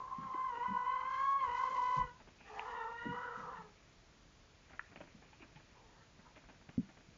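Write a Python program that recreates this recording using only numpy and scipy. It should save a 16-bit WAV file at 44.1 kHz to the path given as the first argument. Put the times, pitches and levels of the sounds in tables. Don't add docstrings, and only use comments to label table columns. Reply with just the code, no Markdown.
import sys
import numpy as np
from scipy import signal
from scipy.fft import rfft, irfft
from scipy.io import wavfile
from scipy.ndimage import uniform_filter1d

SR = 44100
rng = np.random.default_rng(int(sys.argv[2]) if len(sys.argv) > 2 else 0)


def waveform_to_disk(signal):
    frames = np.transpose(np.atleast_2d(signal))
    scaled = np.clip(frames, -1, 1) * 32767
    samples = np.round(scaled).astype(np.int16)
    wavfile.write(sys.argv[1], SR, samples)


N = 316373
TIME = np.arange(N) / SR

# f/Hz, relative level/dB
AIR_SPECTRUM = [(12, -25), (20, -10.5), (30, 3), (70, -0.5), (157, -2.5), (210, -7.5), (296, -9),
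                (618, -12.5), (682, -11), (734, -15.5), (938, -15), (1090, -15), (7000, -22.5),
                (9100, -74.5), (15400, -120)]
# first level/dB, third level/dB, all higher level/dB
CLEAR_CROW = [(0, 512.4, -43.5, 0.3, -18.5, -27, -28), (0.095, 515.5, -50.5, 0.54, -20, -19, -25),
              (0.125, 517.3, -41.5, 0.19, -28, -28, -35), (0.16, 518.3, -46.5, 0.3, -28, -29, -23.5),
              (0.24, 532.6, -47, 0.38, -19, -11.5, -21), (0.32, 512.5, -43, 0.43, -20.5, -28, -24),
              (0.37, 510.6, -38.5, 0.1, -26.5, -18, -25.5), (0.46, 523.9, -38, 0.2, -33.5, -22, -19.5),
              (0.5, 499.1, -39, 0.19, -25, -25, -19), (0.54, 475.3, -42.5, 0.31, -13, -13, -18.5),
              (0.58, 482.3, -42.5, 0.25, -4, -18, -12.5), (0.64, 496.6, -37, 0.29, -21.5, -18, -20),
              (0.71, 496.2, -41, 0.22, -20, -16.5, -16.5), (0.77, 497.4, -35, 0.18, -23.5, -17, -21),
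              (0.81, 500.7, -40, 0.23, -20, -13, -16.5), (0.91, 501.9, -34, 0.11, -25.5, -19, -19),
              (1.0, 515.7, -40.5, 0.31, -19.5, -13, -12.5), (1.08, 521.8, -41, 0.23, -21, -11.5, -15.5),
              (1.12, 529.1, -38, 0.17, -25, -13.5, -16.5), (1.16, 521, -40.5, 0.24, -22, -10, -11.5),
              (1.21, 544.8, -35.5, 0.15, -23.5, -12.5, -18), (1.26, 550, -33.5, 0.02, -33, -17.5, -21),
              (1.37, 551.4, -31.5, 0.03, -33, -25, -30), (1.4, 534.8, -43, 0.19, -15, -16.5, -11.5),
              (1.44, 524.6, -31, 0.2, -29, -22, -23), (1.48, 479.3, -39.5, 0.38, -11, -16, -14),
              (1.57, 499.6, -38, 0.25, -22, -17, -12.5), (1.66, 517.2, -34, 0.24, -23, -20, -20.5),
              (1.71, 520.3, -43.5, 0.33, -9.5, -13.5, -13.5), (1.77, 497.7, -33.5, 0.24, -21, -28.5, -21),
              (1.89, 502.6, -35, 0.16, -20, -18.5, -17.5), (2.01, 498, -33, 0.17, -20, -25, -17),
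              (2.08, 491.8, -54.5, 0.3, -3.5, -2, -5.5), (2.16, 501.6, -63.5, 0.09, -21, -12, -16)]
# t/s, depth level/dB
CLEAR_HALVING = [(0, -13), (0.27, -3), (0.45, -31.5), (1.18, -35.5), (1.26, -24.5), (1.36, -24),
                 (1.45, -26)]
# f/Hz, gain level/dB
CLEAR_THROAT = [(300, -29), (490, -28.5), (600, -32), (830, -10), (1030, -0.5), (1250, -11.5),
                (1560, -24.5), (2050, -19), (2220, -28.5), (2500, -22), (2720, -30), (3000, -29.5),
                (3330, -34), (3700, -51), (4200, -41), (7000, -65.5)]
# t/s, peak level/dB, resonance f/Hz, ring t60 t/s (shorter if it rubs), rubbing 0-1
BUMPS = [(0.18, -40, 182, 0.32, 1), (0.342, -42, 319, 0.061, 1), (0.681, -44.5, 197, 0.11, 0.1),
         (0.703, -38.5, 205, 0.2, 0.3), (1.46, -51.5, 50.4, 0.26, 0.7), (1.962, -38, 141.3, 0.28, 0.5),
         (1.986, -41, 41.2, 0.17, 0.7), (3.052, -34, 257, 0.15, 0.4), (3.088, -38, 180, 0.22, 0.9),
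         (3.372, -48.5, 178.5, 0.58, 0.32), (3.58, -51.5, 168, 0.3, 0.36), (5.144, -50, 184, 0.28, .8),
         (5.555, -54.5, 145, 0.18, 0.01), (6.688, -47, 143, 0.039, 0.01), (6.778, -23.5, 170, 0.046, 0.12),
         (6.7897, -24.5, 202, 0.11, 0.1), (7.079, -54, 160, .2, 0.4)]
# t/s, length t/s, rms level/dB
PUFFS = [(1.1, 0.23, -70), (1.43, 0.1, -71), (1.56, 0.436, -65), (2.5, 0.23, -70.5), (3.37, 0.087, -73.5)]
# t/s, length t/s, rms level/dB
STIRS = [(2.306, 1.55, -75), (4.656, 1.07, -74.5), (6.301, 1.2, -77.5)]
# f/Hz, width f/Hz, level/dB
BOARD_MODES = [(272, 170, 4.5), (640, 56, 0), (860, 510, -1.5), (1760, 740, 3), (2340, 650, 8.5)]
# t/s, peak level/dB before the echo, treble against bass level/dB, plank note f/Hz,
# plank against scuff level/dB, landing time t/s
HOOF_FALLS = [(2.200, -49.5, -7.5, 874, 0, 0.00087), (2.272, -47.5, -8, 395, -3.5, 0.0017),
              (4.695, -50.5, -8.5, 800, -10, .012), (4.958, -39, -4, 834, -6, 0.0011),
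              (5.003, -39.5, -8, 577, 1, 0.0014), (5.328, -48.5, 3, 864, 1.5, 0.00155),
              (5.396, -51, -4, 350, 15, .008), (5.417, -49, -6, 317, 2, 0.0071),
              (5.555, -48.5, 1, 860, 9, 0.012), (6.19, -51, -15, 198.6, 10, 0.0022),
              (6.354, -51, -3, 610, 10, 0.012), (6.436, -54.5, -10, 670, -6, 0.0013),
              (6.486, -47, -8, 946, 1, 0.022), (6.685, -44.5, -6, 434, -9, .005),
              (7.0, -53, -9, 914, -14, .004)]
# t/s, length t/s, rms level/dB
SCRAPES = [(2.39, .17, -68.5), (5.42, .015, -60)]
HOARSE_CROW = [(2.44, 398.1, -67, 0.84, -8, -8, 3), (2.52, 424.5, -54, 0.86, -3.5, -11, -11),
               (2.61, 428.3, -47.5, 0.77, -10, -22, -7), (2.68, 455.4, -47.5, 1, -9, -9, -12.5),
               (2.76, 456.3, -45, 0.39, -10, -14.5, -7.5), (2.84, 463, -44.5, 0.39, -8.5, -4, -7.5),
               (2.92, 466.4, -47, 0.13, -8, -9.5, -12), (2.99, 472, -54, 0.19, -9.5, -1.5, 3),
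               (3.1, 483.8, -47, 0.16, -7.5, -8, -4), (3.135, 484, -44.5, 0.65, -5, -8, -11),
               (3.2, 489.7, -46.5, 0.52, -10.5, -4.5, -9), (3.31, 480.7, -51.5, 0.56, -2, 3.5, -8),
               (3.4, 489, -53, 0.72, -7.5, 1.5, -10), (3.49, 495, -48.5, 0.95, -7, -9, -21),
               (3.58, 438.3, -51.5, 0.55, -12.5, -6.5, -6), (3.66, 414.7, -62.5, 0.5, 1, -9, -17)]
# t/s, multiple of the pitch
HOARSE_RATTLE = [(2.48, 1.9), (2.61, 2.0), (2.7, 2.25), (2.85, 2.25), (3.13, 2.45), (3.32, 2.75),
                 (3.42, 2.45), (3.5, 2.25), (3.62, 2.1)]
# f/Hz, gain level/dB
HOARSE_THROAT = [(300, -19), (480, 4.5), (650, -5), (950, 9.5), (1400, -0.5), (1650, -4), (1880, -1.5),
                 (2200, -18.5), (2550, -27.5), (2880, -14), (3300, -22), (3800, -28), (4500, -43),
                 (7000, -43)]
# t/s, peak level/dB before the echo, resonance f/Hz, ring t60 t/s (shorter if it rubs),
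# rubbing 0-1, hollow knock against click level/dB
CLICKS = [(2.594, -30, 2670, 0.0064, 0.14, -4), (4.7934, -28, 1620, 0.018, 0.19, -24),
          (4.811, -44, 1550, 0.008, 0.08, -18)]
FAR_CALL = [(5.74, 490, -65, 0.45, -12, -7, -20), (5.82, 466, -69.5, 0.44, -3, -24, -17),
            (6.02, 453, -72.5, 0.23, -7, 0, -2), (6.15, 472, -99, 0.4, -11, 2, -8),
            (6.27, 498, -64.5, 0.47, -19, -6, -19)]

AIR_DB = -64
BARN_T60_S = 0.34
QUAVER_HZ, GROWL_HZ = 55.11, 95.16
CROW_ATTACK_S, CROW_RELEASE_S = 0.024, 0.046
CROW_TAIL_DB = -8.5
SETTLE_S, SETTLE_DB = .048, -13.5
CASE_HZ, CASE_T60_S = 920, .016
PUFF_FADE_S, PUFF_FLICKER_DB = 0.033, 2
STIR_FADE_S = 0.18
SCUFF_T60_S, PLANK_T60_S = 0.083, 0.037
STALK_HZ = 250
THUD_HZ, THUD_DB, THUD_T60_S, THUD_LAG_S = 216.7, -14.5, 0.12, 0.0122
SHUFFLE_S, SHUFFLE_DB, SHUFFLE_SPREAD_DB, SHUFFLE_TREBLE_DB = 0.13, 23.5, 3.5, -11
SHUFFLE_PLANK_HZ, SHUFFLE_PLANK_DB, SHUFFLE_PRESS_S = 535, -12.5, 0.0041
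SCRAPE_HZ, SCRAPE_WIDTH_HZ, SCRAPE_FADE_S = 2510, 390, 0.01
TOP_HZ = 7200


def undb(db):
    return 10 ** (np.asarray(db) / 20)


def unit(x):
    return x / np.sqrt(np.mean(x ** 2))


def even(x):
    power = uniform_filter1d(uniform_filter1d(x ** 2, size=2200), size=2200)
    return x / np.sqrt(np.abs(power) + 1e-12)


def curves(table):
    s, *columns = np.transpose(table)
    return [np.interp(TIME, s, c) for c in columns]


def spells(table, fade_s):
    gain = np.zeros(N)
    for s, length, db in table:
        corners = [s - fade_s, s, s + length, s + length + fade_s]
        gain += undb(db) * np.interp(TIME, corners, [0, 1, 1, 0])
    return gain


def colour(x, points):
    hz, db = np.transpose(points)
    bins = np.maximum(np.fft.rfftfreq(len(x), 1 / SR), 1)
    gain = undb(np.interp(np.log(bins), np.log(hz), db))
    return irfft(rfft(x) * gain, len(x))


def cut(x, hz, kind, order=2):
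    return signal.sosfilt(signal.butter(order, hz, kind, fs=SR, output="sos"), x)


def resonate(x, hz, width_hz):
    return signal.lfilter(*signal.iirpeak(hz, hz / width_hz, fs=SR), x)


def flutter(hz):
    return unit(cut(rng.standard_normal(N), hz, "low"))


def wobble(hz, spread):
    return np.cos(2 * np.pi * np.cumsum(hz * (1 + spread * flutter(24.8))) / SR)


def decay(t, t60):
    return np.exp(-np.log(1000) * t / t60)


def burst(t60):
    t = TIME[:SR // 2]
    x = rng.standard_normal(len(t)) * decay(t, t60)
    return x / np.linalg.norm(x)


def add(track, s, x):
    i = int(s * SR)
    track[i:i + len(x)] += x[:N - i]


def barn(x, wet_db):
    echoes = cut(burst(BARN_T60_S), 6400, "low", order=1)
    echoes = np.concatenate([np.zeros(int(.005 * SR)), echoes])
    wet = undb(wet_db) * signal.fftconvolve(x, echoes)[:N]
    return (x + wet) / np.hypot(1, undb(wet_db))


def still_air():
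    return undb(AIR_DB) * unit(colour(rng.standard_normal(N), AIR_SPECTRUM))


def syrinx(hz, rough, rattle_times, tremble, quaver, pulsing, jitter, rattle_db, half_db, odd_db,
           shimmer=.55, breath_db=9.0, growl_db=6, collapse=.65):
    rattle_hz = rattle_times * hz
    quavering = wobble(QUAVER_HZ, spread=0.102)
    shake = tremble * flutter(40.6) + quaver * quavering
    hz = hz * (1 + rough ** 0.637 * shake + jitter * rough * flutter(97))
    phase = 2 * np.pi * np.cumsum(hz) / SR
    buzz = sum(np.cos(k * phase) * undb(odd_db * (k - 2) ** 2 * (k % 2)) for k in np.arange(1, 9))
    buzz = buzz * (1 + undb(half_db) * np.cos(phase / 2) + shimmer * rough * flutter(67))
    buzz = buzz * (1 + pulsing * np.sqrt(rough) * quavering)
    wander = 1 + .08 * flutter(70) + 0.0209 * flutter(14)
    turn = 2 * np.pi * np.cumsum(rattle_hz * wander) / SR
    rattle = np.cos(turn) + 0.48 * np.cos(turn / 2)
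    air = rng.standard_normal(N) * (1 + np.cos(phase) / 2)
    beats = unit(undb(growl_db * wobble(GROWL_HZ, spread=.3)))
    rasp = beats * (undb(breath_db) * air + undb(rattle_db) * rough * rattle)
    return buzz * (1 - collapse * rough ** 2) + rough * rasp


def rooster(table, throat, waver_db, fade_db, wet_db, **voicing):
    hz, level_db, rough, first_db, third_db, upper_db = curves(table)
    rough = np.clip(rough, 0, 1)
    voice = barn(colour(syrinx(hz, rough, **voicing), throat), wet_db)
    first = even(cut(voice, 620, "low", order=8))
    ring = even(cut(voice, [680, 1280], "band", order=8))
    third = even(cut(voice, [1280, 1720], "band", order=8))
    upper = even(cut(voice, 1720, "high", order=8))

    def swell(db, rate_hz):
        return db * np.sqrt(rough) * flutter(rate_hz)

    voice = undb(first_db) * first + undb(swell(waver_db, 22)) * ring
    voice += undb(third_db + swell(fade_db, 19)) * third
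    voice += undb(upper_db + swell(fade_db, 25)) * upper
    start, end = table[0][0], table[-1][0]
    attack = np.clip((TIME - start) / CROW_ATTACK_S, 0, 1) if start > CROW_ATTACK_S else 1
    after = np.maximum(TIME - end, 0)
    tail = undb(CROW_TAIL_DB) * decay(after, BARN_T60_S)
    release = np.maximum(np.exp(-after / CROW_RELEASE_S), tail)
    return voice * attack * release * undb(level_db)


def clear_crow():
    return rooster(CLEAR_CROW, CLEAR_THROAT, waver_db=1.5, fade_db=4.2, wet_db=-2.5,
                   rattle_times=2.0, tremble=.034, quaver=.04, pulsing=0.59, jitter=0.0549,
                   rattle_db=2.0, half_db=curves(CLEAR_HALVING)[0], odd_db=-1.5)


def taps(table, dull):
    out = np.zeros(N)
    for s, db, hz, t60, rub in table:
        force = rub * burst(t60)
        force[0] += (1 - rub) / np.sqrt(SR * t60) * 8
        ring = resonate(force, hz, np.log(1000) / (np.pi * t60) + rub * hz * 0.45)
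        ring = cut(cut(ring, hz * dull, "low", order=4), 3000, "low", order=16)
        add(out, s, undb(db) * ring / np.abs(ring).max())
    return out


def handling(dull, click_dull, wet_db):
    settling = [(s + SETTLE_S, db + SETTLE_DB + 20 * np.log10(abs(rub) + 1e-3), hz, t60, 1)
                for s, db, hz, t60, rub in BUMPS]
    sharp = [row[:-1] for row in CLICKS]
    hollow = [(s, db + knock_db, CASE_HZ, CASE_T60_S, 0) for s, db, *_, knock_db in CLICKS]
    bumps = taps(list(BUMPS) + settling, dull)
    clicks = taps(sharp, click_dull) - taps(hollow, click_dull)
    return bumps + barn(clicks, wet_db)


def airy_hiss():
    flicker = undb(PUFF_FLICKER_DB * flutter(QUAVER_HZ))
    hiss = cut(rng.standard_normal(N), [2500, 7000], "band") * flicker
    return unit(hiss) * spells(PUFFS, PUFF_FADE_S)


def boards(force):
    ring = sum(undb(db) * resonate(force, hz, width_hz) for hz, width_hz, db in BOARD_MODES)
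    return cut(ring, 2790, "low", order=5)


def straw(per_second, spread_db):
    snaps = (rng.random(N) < per_second / SR) * rng.standard_normal(N)
    sizes = undb(spread_db * np.minimum(rng.exponential(size=N), 4))
    return unit(barn(boards(snaps * sizes), wet_db=3.5)) * spells(STIRS, STIR_FADE_S)


def hooves(table, grain_db, wet_db):
    out, t = np.zeros(N), TIME[:SR // 2]
    for s, db, treble_db, plank_hz, plank_db, press_s in table:
        def note(hz, t60, lag_s):
            age = np.maximum(t - lag_s, 0)
            return np.sin(2 * np.pi * hz * age) * decay(age, t60) * (1 - np.exp(-age / press_s))

        stalks = undb(grain_db * unit(cut(rng.standard_normal(len(t)), STALK_HZ, "low")))
        scuff = boards(burst(SCUFF_T60_S) * stalks * (1 - np.exp(-t / press_s)))
        treble = cut(scuff, 1440, "high", order=3)
        scuff = cut(scuff, 1400, "low") + undb(treble_db) * treble
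        plank = undb(plank_db) * note(plank_hz, PLANK_T60_S, press_s)
        thud = undb(THUD_DB) * note(THUD_HZ, THUD_T60_S, THUD_LAG_S)
        knock = scuff / np.abs(scuff).max() + plank + thud
        add(out, s, undb(db) * knock / np.abs(knock).max())
    return barn(out, wet_db)


def shuffles():
    rows = []
    for start, length, straw_db in STIRS:
        for k in range(int(length / SHUFFLE_S)):
            s = start + k * SHUFFLE_S
            late, size, plank = rng.random(3)
            if s + SHUFFLE_S < TIME[-1]:
                db = straw_db + SHUFFLE_DB + SHUFFLE_SPREAD_DB * (2 * size - 1)
                plank_hz = SHUFFLE_PLANK_HZ * 2 ** (2 * plank - 1)
                rows.append((s + SHUFFLE_S * late, db, SHUFFLE_TREBLE_DB,
                             plank_hz, SHUFFLE_PLANK_DB, SHUFFLE_PRESS_S))
    return rows


def scrapes():
    hiss = resonate(rng.standard_normal(N), SCRAPE_HZ, SCRAPE_WIDTH_HZ)
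    hiss = resonate(hiss, SCRAPE_HZ, SCRAPE_WIDTH_HZ)
    return unit(hiss) * spells(SCRAPES, SCRAPE_FADE_S)


def hoarse_crow():
    return rooster(HOARSE_CROW, HOARSE_THROAT, waver_db=1.0, fade_db=2.0, wet_db=7.5,
                   rattle_times=curves(HOARSE_RATTLE)[0], tremble=0.035, quaver=0.012, pulsing=0.33,
                   jitter=0.02602, rattle_db=5.0, half_db=-38, odd_db=-0.5)


def far_call():
    return rooster(FAR_CALL, HOARSE_THROAT, waver_db=1.5, fade_db=4.2, wet_db=8,
                   rattle_times=1.8, tremble=0.0683, quaver=.04, pulsing=0.43, jitter=0.0448,
                   rattle_db=12, half_db=0.0, odd_db=-15.0)


def scene():
    crows = clear_crow() + hoarse_crow() + far_call()
    camera = handling(dull=1.65, click_dull=1.64, wet_db=-14.5)
    background = still_air() + airy_hiss() + straw(per_second=330, spread_db=-0.5) + scrapes()
    goats = hooves(list(HOOF_FALLS) + shuffles(), grain_db=4, wet_db=-10.5)
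    return (crows + camera + background + goats)[None]


def record(dry):
    return signal.sosfilt(signal.ellip(10, .2, 70, TOP_HZ, fs=SR, output="sos"), dry)


dry = scene()
out = record(dry)
waveform_to_disk(out)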